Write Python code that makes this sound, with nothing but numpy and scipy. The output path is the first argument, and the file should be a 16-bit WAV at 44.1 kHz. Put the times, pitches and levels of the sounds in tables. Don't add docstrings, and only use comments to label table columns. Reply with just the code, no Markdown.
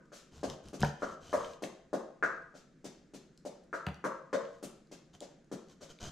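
import sys
import numpy as np
from scipy import signal
from scipy.fft import rfft, irfft, next_fast_len
from scipy.io import wavfile
from scipy.ndimage import uniform_filter1d

SR = 44100
rng = np.random.default_rng(int(sys.argv[2]) if len(sys.argv) > 2 else 0)


def dump_mix(stems):
    frames = np.atleast_2d(stems).T
    limited = np.clip(frames, -1, 1)
    pcm = np.round(limited * 32767).astype(np.int16)
    wavfile.write(sys.argv[1], SR, pcm)


N = 269451

# (frequency [Hz], t60 [s])
KITCHEN_T60 = [(100, 0.21), (260, 0.46), (700, 0.54), (1800, 0.53), (5000, 0.48), (14000, 0.23)]
# (frequency [Hz], spectral level [dB])
ROOM_TONE_SPECTRUM = [(25, -7), (60, -7), (105, -18.5), (150, 3), (300, -4.5), (560, -13.5), (850, -32.5),
                      (1500, -21), (3000, -34.5), (7000, -34), (10000, -48), (15000, -74)]
# (time [s], thump [dB], bowl [dB], contact pitch [Hz], squelch [dB], spray [dB])
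PESTLE_BLOWS = [(-.18, -48, -39, 1400, -52, -63), (.119, -62, -52, 1380, -53, -64),
                (.431, -34, -33.5, 1100, -41.5, -54.5), (.731, -39, -48.5, 1260, -47.5, -59),
                (1.021, -40.5, -34.5, 1340, -49, -64), (1.329, -43, -23.5, 1100, -44.5, -51),
                (1.622, -37, -37, 1070, -43.5, -52.5), (1.93, -33.5, -31.5, 1130, -45.5, -56),
                (2.226, -50, -31, 1500, -48, -64), (2.541, -57, -55.5, 1420, -59, -73),
                (2.843, -41, -53, 1100, -45, -56.5), (3.136, -44, -66, 1400, -49.5, -60.5),
                (3.451, -44, -40.5, 900, -48, -60), (3.729, -53, -36, 1400, -53.5, -66),
                (4.041, -36, -26.5, 1180, -46.5, -56.5), (4.329, -37.5, -23, 1090, -40.5, -56),
                (4.627, -39.5, -50, 1300, -45, -49), (4.914, -47.5, -54, 1200, -50, -64),
                (5.212, -50, -46.5, 850, -52, -68), (5.515, -34.5, -44, 1200, -47.5, -58),
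                (5.81, -51, -50, 1280, -51, -65)]
# (frequency [Hz], spectral level [dB])
SQUELCH_SPECTRUM = [(700, 2.5), (1000, 1), (1500, 2.5), (2500, 2.5), (3800, 4), (6200, 5), (7600, 1),
                    (9000, -16), (12000, -64.5), (15500, -48.5)]
SPRAY_SPECTRUM = [(4000, -23), (7500, -0.5), (9000, -3), (12000, -10.5), (14000, -17.5), (15500, -22)]
# (frequency [Hz], level [dB], t60 [s])
BOWL_MODES = [(302, -23.5, .35), (384.5, -43.5, 0.12), (468.5, -25.5, 0.4), (535, -27, .6),
              (571, -6.5, 0.13), (612, -14, 0.13), (666, -17.5, 0.21)]
CLACK_MODES = [(968, -19, .05), (1140, -21, .04), (1360, -15, .035), (1490, -15, .06), (1605, -16, .08)]
PESTLE_MODES = [(6050, -12, 0.052), (6500, -15.5, 0.06), (8520, -26.5, .13)]
# (time [s], thud [dB], knock [dB], place along the board [0-1])
BOARD_HITS = [(.8178, -25, -44, .2), (.8317, -22, -16.5, .2), (.854, -34, -39.5, .2),
              (3.868, -25, -32, .45), (3.885, -38, -32, .44)]
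# (frequency [Hz], level [dB], t60 [s])
DEEP_MODES = [(72, -14, .24), (145, -5, .13), (199, -9, .13), (258, -11, .15)]
WOODY_MODES = [(475, 3.5, 0.013), (573, -12, .1), (740, 4, 0.02), (915, -15, 0.14), (1004, -10, 0.042),
               (1480, 4, 0.011), (1765, 0.5, 0.011)]
# (time [s], level [dB], pitch [Hz])
SNAPS = [(.4993, -33, 4500), (.685, -44, 6200), (.8051, -34, 7250), (.8164, -34, 3820), (.826, -26.5, 4670),
         (.8465, -34.5, 2200), (.848, -37, 8500), (1.4461, -39, 3570), (1.5344, -47, 4400),
         (1.6372, -33, 2700), (3.3757, -50, 5300), (3.8656, -30, 2400), (3.8851, -41, 2600),
         (3.9434, -49, 4800), (4.4523, -50, 2900), (5.2051, -37, 5800), (5.9878, -48, 3320)]
# (start [s], end [s], rasp [dB])
STROKES = [(.313, .434, -58), (.448, .555, -54), (.631, .712, -58), (.794, .899, -45.5), (.993, 1.154, -55),
           (1.206, 1.555, -52.5), (4.47, 4.6, -66), (5.13, 5.168, -57), (5.68, 5.742, -59),
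           (5.802, 5.87, -59), (5.89, 5.925, -51.5), (6, 6.099, -45)]
# (frequency [Hz], spectral level [dB])
RASP_SPECTRUM = [(250, 17), (600, 9), (1200, 5), (2200, -2.5), (3800, 2.5), (7500, -0.5), (9000, -11),
                 (12500, -18.5), (15500, -32)]
# (frequency [Hz], width [Hz], level [dB])
BLADE_RESONANCES = [(662, 90, 2), (1430, 260, -4), (2480, 110, -10), (3070, 300, -3), (4980, 200, -10),
                    (5900, 180, -5), (6430, 200, -3)]
# (time [s], board rumble relative to the rasp [dB])
BEARING = [(.35, 3), (.52, 7), (.68, 9), (.85, 5), (1.1, -14), (1.3, -20), (5.9, -22), (6.05, -5)]

LEAD_S = .25


def from_db(db):
    return 10 ** (np.asarray(db) / 20)


def rms_one(x):
    return x / np.sqrt(np.mean(x ** 2) + 1e-20)


def seconds(length):
    return np.arange(int(length * SR)) / SR


def at_hz(points, hz):
    freqs, values = np.transpose(points)
    return np.interp(np.log(hz + 1), np.log(freqs), values)


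def colour(x, spectrum):
    size = next_fast_len(len(x))
    gain = from_db(at_hz(spectrum, np.fft.rfftfreq(size, 1 / SR)))
    return rms_one(irfft(rfft(x, size) * gain, size)[:len(x)])


def cut(x, hz, kind, order=2):
    return signal.sosfilt(signal.butter(order, hz, kind, fs=SR, output="sos"), x)


def resonate(x, hz, width):
    peak = signal.iirpeak(hz, hz / width, fs=SR)
    return signal.lfilter(*peak, signal.lfilter(*peak, x))


def add(track, s, sound):
    at = max(0, round(s * SR))
    track[at:at + len(sound)] += sound[:max(0, len(track) - at)]


def ring(modes, t, uneven_db=0):
    return sum(from_db(db + uneven_db * rng.standard_normal() - 60 * t / t60)
               * np.sin(2 * np.pi * hz * t + rng.choice([0, np.pi])) for hz, db, t60 in modes)


def knock(t, hz, cycles):
    age = t * hz / cycles
    return age * np.exp(1 - age) * np.sin(2 * np.pi * hz * t)


def grains(per_s, spread_db):
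    sizes = from_db(spread_db * np.minimum(rng.exponential(1, N), 3.5))
    return rms_one((rng.random(N) < per_s / SR) * sizes * rng.choice([-1, 1], N))


def flatten(x):
    spectrum = rfft(x, 2 * len(x))
    power = uniform_filter1d(np.abs(spectrum) ** 2, size=110)
    x = irfft(spectrum / np.sqrt(np.maximum(power, 1e-4 * power.mean())))[:len(x)]
    return x / np.sqrt(np.sum(x ** 2))


def kitchen(direct_db, early_db, reverb_db, side_db, early_s=.031):
    t = seconds(.7)
    edges = np.geomspace(60, 19000, 13)
    white = rng.standard_normal((3, 2, len(t)))
    echoes = from_db(early_db - reverb_db) * white[2] * np.exp(-(t / early_s) ** 4)
    for k, (low, high) in enumerate(zip(edges, edges[1:])):
        t60 = at_hz(KITCHEN_T60, np.sqrt(low * high))
        echoes += cut(white[k % 2], [low, high], "band") * from_db(-60 * t / t60)
    mid, side = (flatten(x * (1 - np.exp(-t / .003))) for x in echoes)
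    out = from_db(reverb_db) * (mid + from_db(side_db) * cut(side, 380, "high") * [[1], [-1]])
    out[:, 0] += from_db(direct_db)
    return out


def in_room(x, room, left_db):
    stereo = signal.fftconvolve(x[None], room, axes=1)[:, len(x) - N:len(x)]
    return stereo * from_db(left_db / 2 * np.array([[1], [-1]]))


def room_tone(level_db=-63.5):
    mid, side = (colour(rng.standard_normal(N), ROOM_TONE_SPECTRUM) for _ in range(2))
    return from_db(level_db) * (mid + from_db(-9.5) * cut(side, 300, "high", order=1) * [[1], [-1]])


def paste(squeeze_s=.0044, firm_thump_db=-47, slower_s_per_db=.0011):
    t = seconds(.5)
    squelch_env, spray_env = np.zeros((2, round(LEAD_S * SR) + N))
    for s, thump_db, _, _, squelch_db, spray_db in PESTLE_BLOWS:
        age = t / (squeeze_s + slower_s_per_db * max(0, firm_thump_db - thump_db))
        swell = age * np.exp(1 - age)
        add(squelch_env, LEAD_S + s, from_db(squelch_db) * swell)
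        add(spray_env, LEAD_S + s, from_db(spray_db) * swell)
    squelch = from_db(-10.8) * colour(grains(per_s=1800, spread_db=1), SQUELCH_SPECTRUM)
    spray = from_db(-8.8) * colour(grains(per_s=2200, spread_db=3.5), SPRAY_SPECTRUM)
    return squelch_env[-N:] * squelch + spray_env[-N:] * spray


def mortar(usual_hz=1250, usual_db=-35, clack_db_per_octave=38):
    t, out = seconds(.5), np.zeros(round(LEAD_S * SR) + N)
    thump = from_db(10) * cut(knock(t, hz=243, cycles=.14), 172, "high", order=4)
    attack = from_db(6) * knock(t, hz=1660, cycles=.32)
    for s, thump_db, bowl_db, contact_hz, squelch_db, _ in PESTLE_BLOWS:
        bowl = from_db(4.5) * knock(t, hz=567, cycles=.52)
        bowl += from_db(3) * ring(BOWL_MODES, t, uneven_db=2.5)
        height_db = clack_db_per_octave * np.log2(contact_hz / usual_hz)
        clack_db = bowl_db - 3 + height_db + .35 * (bowl_db - usual_db)
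        modes = cut(ring(CLACK_MODES, t), [contact_hz * .74, contact_hz * 1.35], "band", order=1)
        contact = from_db(4) * knock(t, hz=contact_hz * .97, cycles=.8) + from_db(9.5) * modes + attack
        clack = cut(contact, 1900, "low", order=4)
        pestle = ring(PESTLE_MODES, t, uneven_db=2.5)
        pestle_db = squelch_db + .5 + .1 * (clack_db - usual_db)
        for db, layer in (thump_db, thump), (bowl_db, bowl), (clack_db, clack), (pestle_db, pestle):
            add(out, LEAD_S + s, from_db(db) * layer)
    return cut(out, 119, "high", order=3)


def board_thumps():
    t, out = seconds(.39), np.zeros(N)
    shove = from_db(-1) * knock(t, hz=162, cycles=.53)
    for s, thud_db, knock_db, place in BOARD_HITS:
        deep = sum(np.sin(k * np.pi * place) * ring([mode], t) for k, mode in enumerate(DEEP_MODES, 1))
        thud = cut(from_db(.5) * deep + shove, 540, "low")
        wood = cut(ring(WOODY_MODES, t) * (1 - np.exp(-t / .00092)), [300, 2200], "band", order=3)
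        add(out, s, from_db(thud_db) * thud + from_db(knock_db) * wood)
    return cut(out, 55.5, "high", order=5)


def snap(hz, cycles=2.9, tick_db=-23):
    t, decay_s = seconds(.03), cycles / hz
    burst = rng.standard_normal((2, len(t))) * t * np.exp(-t / decay_s)
    bands = cut(burst[0], [hz * .59, hz * 1.26], "band"), cut(burst[1], [5500, 12000], "band")
    crack, tick = (x / np.sqrt(np.sum(x ** 2) / (decay_s * SR)) for x in bands)
    return crack + from_db(tick_db) * tick


def bones_and_scales(ticks_per_s=4, tick_db=-66, spread_db=3, tick_hz=5800):
    out = np.zeros(N)
    for s, db, hz in SNAPS:
        add(out, s, from_db(db) * snap(hz))
    for when, size, pitch in rng.random((int(ticks_per_s * N / SR), 3)):
        tick = snap(tick_hz * 2 ** (pitch - .5))
        add(out, when * N / SR, from_db(tick_db + spread_db * (2 * size - 1)) * tick)
    return out


def knife_strokes(slips_per_s=1100, usual_rasp_db=-55, sing_db=-63):
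    rasp_env, sing_env = np.zeros((2, N))
    for start, end, db in STROKES:
        stroke = np.abs(np.sin(np.linspace(0, np.pi, int((end - start) * SR)))) ** .4
        add(rasp_env, start, from_db(db) * stroke)
        add(sing_env, start, from_db(sing_db + 1.4 * (db - usual_rasp_db)) * stroke)
    flutter = rms_one(cut(rng.standard_normal(N), [40, 220], "band"))
    catching = rms_one(from_db(3 * flutter))
    slips = catching * grains(slips_per_s, spread_db=1.5)
    blade = sum(from_db(db) * resonate(slips, hz, width) for hz, width, db in BLADE_RESONANCES)
    rumble = cut(signal.fftconvolve(slips, ring(DEEP_MODES, seconds(.3)))[:N], [45, 130], "band")
    rasp = catching * colour(grains(per_s=7000, spread_db=3), RASP_SPECTRUM)
    bearing_db = np.interp(np.arange(N) / SR, *np.transpose(BEARING))
    body_gain = from_db(1 + .12 * bearing_db)
    rasp += (body_gain - 1) * cut(rasp, 1700, "low", order=1)
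    return rasp_env * (rasp + from_db(bearing_db) * rms_one(rumble)) + sing_env * rms_one(blade)


def scene(paste_patches=3):
    far = kitchen(direct_db=-5, early_db=5.5, reverb_db=4, side_db=-7)
    near = kitchen(direct_db=-2.5, early_db=-6, reverb_db=-7.5, side_db=-6)
    squelches = np.zeros((2, N))
    for _ in range(paste_patches):
        patch = paste()
        path = kitchen(direct_db=-4.5, early_db=5.3, reverb_db=4, side_db=-6.3)
        squelches += in_room(patch, path, left_db=1.9)
    background = room_tone() + squelches + in_room(mortar(), far, left_db=2.1)
    cutting = board_thumps() + knife_strokes() + bones_and_scales()
    return background + in_room(cutting, near, left_db=.9)


def record(dry):
    return signal.sosfilt(signal.ellip(10, .1, 80, 15600, fs=SR, output="sos"), dry)


dry = scene()
out = record(dry)
dump_mix(out)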